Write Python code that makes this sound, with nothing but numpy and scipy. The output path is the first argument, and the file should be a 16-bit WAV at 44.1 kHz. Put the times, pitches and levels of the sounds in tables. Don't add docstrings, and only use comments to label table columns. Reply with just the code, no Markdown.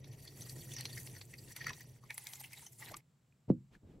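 import sys
import numpy as np
from scipy import signal
from scipy.fft import rfft, irfft, next_fast_len
from scipy.io import wavfile
from scipy.ndimage import uniform_filter1d, map_coordinates

SR = 44100
rng = np.random.default_rng(int(sys.argv[2]) if len(sys.argv) > 2 else 0)


def digitize_waveform(pressure):
    field = np.atleast_2d(pressure).T
    bounded = np.clip(field, -1, 1)
    quanta = np.round(bounded * 32767).astype(np.int16)
    wavfile.write(sys.argv[1], SR, quanta)


N = 176400
T = np.arange(N) / SR

# time_s, fizz_db, burble_db, drum_db
POUR_LEVELS = [(0, -79, -71, -53.5), (.22, -67, -70, -53), (.7, -55, -60.5, -48), (.8, -61, -52.5, -52),
               (1.02, -53.5, -66, -51), (1.13, -65, -66.5, -55.5), (1.42, -64.5, -74.5, -53.5),
               (1.55, -63.5, -62, -57.5), (1.7, -65, -56, -47), (1.76, -62, -64.5, -57.5),
               (2.04, -76, -78, -59.5), (2.12, -70, -68, -62.5), (2.33, -57.5, -63.5, -67),
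               (2.62, -64.5, -67.5, -60.5), (2.759, -66, -83, -66), (2.831, -55.5, -53.5, -55),
               (2.969, -76.5, -69, -54), (3.01, -90.5, -81.5, -71)]
# frequency_hz, relative_density_db
FIZZ_SPECTRUM = [(3000, -10.5), (5000, -3), (7000, 3.5), (11500, 4.5), (15600, -4)]
BURBLE_SPECTRUM = [(500, -11.5), (850, -3.5), (1400, -12.5), (2100, 0.5), (3500, -2.5), (6000, -3.5),
                   (9000, -33)]
DRUM_SPECTRUM = [(25, -5.5), (75, -10), (130, 5), (180, -13.5), (400, -16.5), (1000, -33.5)]
ROOM_SPECTRUM = [(60, -7.5), (136, 5.5), (330, -16), (3000, -29), (6600, -32.5), (7560, -24.5), (9000, -37),
                 (15600, -38.5)]
# pitch_hz, width_hz, gain_db
EARLY_MODES = [(1877, 50, -3), (4526, 68, -2), (5890, 73, -2)]
LATE_MODES = [(860, 160, -9.5), (2076, 107, -6)]
# start_s, level_db, pitch_hz, spray_offset_db, slap_offset_db
SPLASH_EVENTS = [(0.042, -48.5, 3800, -31, -3), (0.276, -40, 4580, -16.5, -15),
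                 (0.418, -38, 6080, -22.5, -28), (0.494, -40.5, 4700, -6, -19.5),
                 (0.717, -43, 3450, -12, -12), (0.736, -40.5, 6350, -5, -14),
                 (0.764, -33, 5720, -18, -11.5), (0.784, -41, 4650, -13.5, -13),
                 (0.807, -34, 4350, -10.5, -21), (0.853, -32, 4300, -13, -6), (0.897, -44, 3600, -14, -59),
                 (0.929, -38.5, 4500, -13.5, -21), (0.974, -34.5, 2070, -18.5, -15),
                 (1.072, -46, 4320, -16.5, -2), (1.165, -45, 1850, -30, -31),
                 (1.212, -41.5, 4540, -16.5, -2), (1.337, -41, 2080, -15, -13.5),
                 (1.385, -42, 4700, -35, -21), (1.563, -37, 2150, -5, -8.5), (1.611, -32.5, 1860, -26, -20),
                 (1.642, -44, 1900, -16, 2), (1.666, -26, 2010, -19.5, -32), (1.68, -30.5, 1940, -21, -18),
                 (1.693, -31, 1800, -19.5, -14), (1.704, -37, 1030, -32, -9.5),
                 (1.731, -43, 3820, -17, -3.5), (1.806, -45, 1910, 0, -10), (2.036, -47.5, 1180, -33, -26),
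                 (2.104, -29.5, 2215, -22.5, -19), (2.142, -43, 7800, -0.5, -32),
                 (2.178, -33, 10750, -11, -7.5), (2.268, -39.5, 2170, -1.5, -25),
                 (2.333, -43, 5870, -3.5, -6), (2.439, -36, 2840, -15, -13), (2.531, -38, 2220, -4.5, -37),
                 (2.573, -42.5, 3920, -29, -13.5), (2.665, -39, 6060, -14.5, -38),
                 (2.824, -36.5, 2020, -21, -16), (2.915, -36, 660, -6.5, -35),
                 (2.941, -36.5, 1180, -21, -10.5), (2.966, -44, 11700, 0.5, -10)]
# start_s, level_db, pitch_hz
TAPS = [(3.3243, -64, 2450), (3.7518, -51.5, 1700)]
# the first row is the tumbler scuffing just before it lands, the others are the hand;
# start_s, length_s, level_db, slide_offset_db
RUSTLE_STROKES = [(3.479, 0.047, -67.5, 28.5), (3.704, 0.081, -69.5, 10), (3.816, .2, -78, 23)]
# frequency_hz, relative_density_db
RUSTLE_SPECTRUM = [(1200, -10.5), (2200, -9.5), (15600, -33.5)]
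SLIDE_SPECTRUM = [(25, 5.5), (190, -4), (400, -11), (1200, -34.5)]
# start_s, level_db
TUMBLER_CONTACTS = [(3.491, -40), (3.5011, -15.5)]
# pitch_hz, level_db, t60_s
TABLE_MODES = [(138, -13.5, 0.43), (183.5, -5, 0.21), (248.5, -5, 0.16), (329.6, -10, 0.18),
               (526, -11.5, 0.1)]
# frequency_hz, correlation
STEREO_LIKENESS = [(60, 1), (300, 0.937), (1000, 0.52), (4000, 0.82), (12000, 0.66)]

RING_CHANGE_S = 2.05


def amp(db):
    return 10 ** (np.asarray(db) / 20)


def unit(x):
    return x / np.sqrt(np.mean(x ** 2) + 1e-20)


def along(points, hz):
    f, values = np.transpose(points)
    return np.interp(np.log(hz + 1), np.log(f + 1), values)


def wobble(knots_per_s):
    return map_coordinates(rng.standard_normal(int(N * knots_per_s / SR) + 4), [T * knots_per_s])


def filtered(x, response):
    size = next_fast_len(N + SR // 2)
    return irfft(rfft(x, size) * response(np.fft.rfftfreq(size, 1 / SR)), size)[..., :N]


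def colour(spectrum):
    low_hz, top_hz = spectrum[0][0] / 2, spectrum[-1][0]
    return lambda f: amp(along(spectrum, f)) * (f > low_hz) * np.minimum(1, (top_hz / (f + 1)) ** 6)


def stereo_noise(response):
    def mid_and_side(f):
        angle = np.arccos(np.clip(along(STEREO_LIKENESS, f), -1, 1)) / 2
        return response(f) * [np.cos(angle), np.sin(angle)]
    mid, side = filtered(rng.standard_normal((2, N)), mid_and_side)
    return unit(np.array([mid + side, mid - side]))


def patchy(pair, depth_db):
    bins = signal.stft(pair, nperseg=256)[2]
    patches = uniform_filter1d(rng.standard_normal(bins.shape[1:]), size=10, axis=0)
    patches = unit(uniform_filter1d(patches, size=5, axis=1))
    return unit(signal.istft(bins * amp(depth_db * patches), nperseg=256)[1][:, :N])


def add(track, start_s, x):
    k = round(start_s * SR)
    part = track[max(k, 0):max(k + len(x), 0)]
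    part += x[max(-k, 0):][:len(part)]


def tank_wall(f, modes):
    return sum((-1) ** k * amp(db) * 1j * f * width / (hz * hz - f * f + 1j * f * width)
               for k, (hz, width, db) in enumerate(modes))


def slosh(tracks, delay_s=0.000298):
    read_at = np.arange(N) + delay_s * SR * wobble(25)
    return np.array([map_coordinates(x, [read_at], mode="nearest") for x in tracks])


def burble(wall_db=19):
    early, late = [
        stereo_noise(lambda f: colour(BURBLE_SPECTRUM)(f) * np.abs(1 + amp(wall_db) * tank_wall(f, m)))
        for m in (EARLY_MODES, LATE_MODES)]
    return patchy(slosh(np.where(T < RING_CHANGE_S, early, late)), depth_db=4.5)


def droplets(clumps_db, count=3000, centre_hz=3115, spread_db=3.5, decay_cycles=1.85):
    when, pitch, size = rng.random((count, 3)).T
    samples = np.arange(256)
    t = samples / SR
    starts = (when * (N - len(t))).astype(int)
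    octaves = 0.4235 * np.log(pitch / (1 - pitch))
    hz = np.clip(centre_hz * 2 ** octaves, 600, 15000)[:, None]
    gain = amp(-spread_db * np.log(size + 0.002) + clumps_db[starts])[:, None]
    pings = gain * np.sin(2 * np.pi * hz * t) * np.exp(-t * hz / decay_cycles) * (1 - np.exp(-t * hz))
    return unit(np.bincount((starts[:, None] + samples).ravel(), pings.ravel(), N))


def crackle(ticks_per_s=90, fall_s=0.00097, tick_db=6):
    ticks = (rng.random(N) < ticks_per_s / SR) * rng.random(N)
    return 1 + amp(tick_db) * signal.lfilter([1], [1, -np.exp(-1 / (fall_s * SR))], ticks)


def pour():
    times, *levels = np.transpose(POUR_LEVELS)
    fizz_gain, burble_gain, drum_gain = [amp(np.interp(T, times, db, right=-120)) for db in levels]
    clumps_db = 1.33 * wobble(16) + 2.77 * wobble(45.28)
    fizz = fizz_gain * patchy(stereo_noise(colour(FIZZ_SPECTRUM)), depth_db=4.0)
    churn = burble_gain * burble()
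    drops = burble_gain * amp(-6) * droplets(clumps_db)
    drum = drum_gain * amp(1.76 * wobble(18)) * stereo_noise(colour(DRUM_SPECTRUM))
    return (fizz * crackle() + churn) * amp(clumps_db) + drum, drops


def room_tone(level_db=-71):
    return amp(level_db) * stereo_noise(colour(ROOM_SPECTRUM))


def bubble_cloud(pitch_hz, samples, second_db=-10):
    f = np.fft.rfftfreq(samples, 1 / SR)
    band = lambda hz: 1 / (1 + ((f - hz) / (0.04 * (hz + 2000))) ** 2)
    bands = band(pitch_hz) + amp(second_db) * band(pitch_hz * 2 ** rng.uniform(-1.1, 1))
    return unit(irfft(rfft(rng.standard_normal(samples)) * bands, samples))


def splashes(fall_s=0.0045, rise_share=0.5):
    spray, slap, blows, bubbles = np.zeros((4, N))
    t = np.arange(-SR // 20, SR // 10) / SR
    burst = lambda decay_s: np.exp(np.where(t < 0, t / rise_share, -t) / decay_s)
    for start_s, db, hz, spray_db, slap_db in SPLASH_EVENTS:
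        at_s = start_s + rise_share * fall_s + t[0]
        first_contact = amp(3) * burst(fall_s / 10)
        add(bubbles, at_s, amp(db - 10) * burst(fall_s * 1.74) * bubble_cloud(hz, len(t)))
        add(blows, at_s, amp(db + 4) * burst(fall_s))
        add(spray, at_s, amp(db + spray_db - 6) * (burst(fall_s) + burst(fall_s / 4)))
        add(slap, at_s, amp(db + slap_db - 6) * (burst(fall_s) + first_contact))
    blows *= rng.standard_normal(N)
    wall = filtered(blows * (T < RING_CHANGE_S), lambda f: tank_wall(f, EARLY_MODES))
    wall += filtered(blows * (T >= RING_CHANGE_S), lambda f: tank_wall(f, LATE_MODES))
    ragged = amp(4.4 * np.tanh(wobble(300)))
    spray = spray * patchy(stereo_noise(colour(FIZZ_SPECTRUM)), depth_db=4.5)
    slap = slap * stereo_noise(colour(BURBLE_SPECTRUM))
    return ragged * (spray + slap), bubbles + slosh([wall])[0]


def reflections(x, t60_s=0.08):
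    t = np.arange(SR // 4) / SR
    tail = rng.standard_normal((2, len(t))) * amp(-60 * t / t60_s)
    return signal.fftconvolve(x[None], tail / np.linalg.norm(tail[0]), axes=1)[:, :N]


def small_taps(t60_s=0.015):
    track, t = np.zeros(N), np.arange(SR // 2) / SR
    for start_s, db, hz in TAPS:
        tone = np.sin(2 * np.pi * hz * t) + 0.084 * rng.standard_normal(len(t))
        add(track, start_s, amp(db - 60 * t / t60_s) * tone)
    return track


def scuff_and_rustle():
    hiss, slide = np.zeros((2, N))
    for start_s, length_s, db, slide_db in RUSTLE_STROKES:
        progress = np.linspace(0, 1, round(length_s * SR))
        flat_top = np.clip(np.minimum(progress, 1 - progress) * 8, 0, 1)
        add(hiss, start_s, amp(db) * np.sin(np.pi * progress) ** 2)
        add(slide, start_s, amp(db + slide_db) * flat_top)
    return hiss * stereo_noise(colour(RUSTLE_SPECTRUM)) + slide * stereo_noise(colour(SLIDE_SPECTRUM))


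def table_ring(t, rise_s=0.011, step_turns=0.0074):
    ring = np.zeros(len(t))
    for hz, db, t60_s in TABLE_MODES:
        wander = np.cumsum(rng.normal(0, step_turns, len(t)))
        wander = uniform_filter1d(uniform_filter1d(wander, SR // 400), SR // 400)
        ring += amp(db - 60 * t / t60_s) * np.sin(2 * np.pi * (hz * t + wander))
    return ring * (1 - np.exp(-(t / rise_s) ** 2))


def tumbler_thud(start_hz=570, end_hz=140.3, glide_s=0.0029, rise_s=0.0018, t60_s=0.053):
    track, t = np.zeros(N), np.arange(SR // 2) / SR
    hz = end_hz + (start_hz - end_hz) * np.exp(-t / glide_s)
    envelope = amp(-60 * t / t60_s) * (1 - np.exp(-t / rise_s))
    thump = -np.sin(2 * np.pi * np.cumsum(hz) / SR) * envelope
    for start_s, db in TUMBLER_CONTACTS:
        add(track, start_s, amp(db) * (1.72 * thump + amp(-9.5) * table_ring(t)))
    return track


def scene():
    stream, drops = pour()
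    splash_noise, splash_tones = splashes()
    pings = drops + splash_tones
    knocks = tumbler_thud() + small_taps()
    room = room_tone()
    water = stream + splash_noise + pings + amp(-10) * reflections(pings)
    table = knocks + amp(-12.5) * reflections(knocks)
    return water + table + scuff_and_rustle() + room


def record(dry):
    bass_hz, top_hz = 45, 15800
    return filtered(dry, lambda hz: (hz < top_hz) * (1j * hz / (bass_hz + 1j * hz)) ** 2)


dry = scene()
out = record(dry)
digitize_waveform(out)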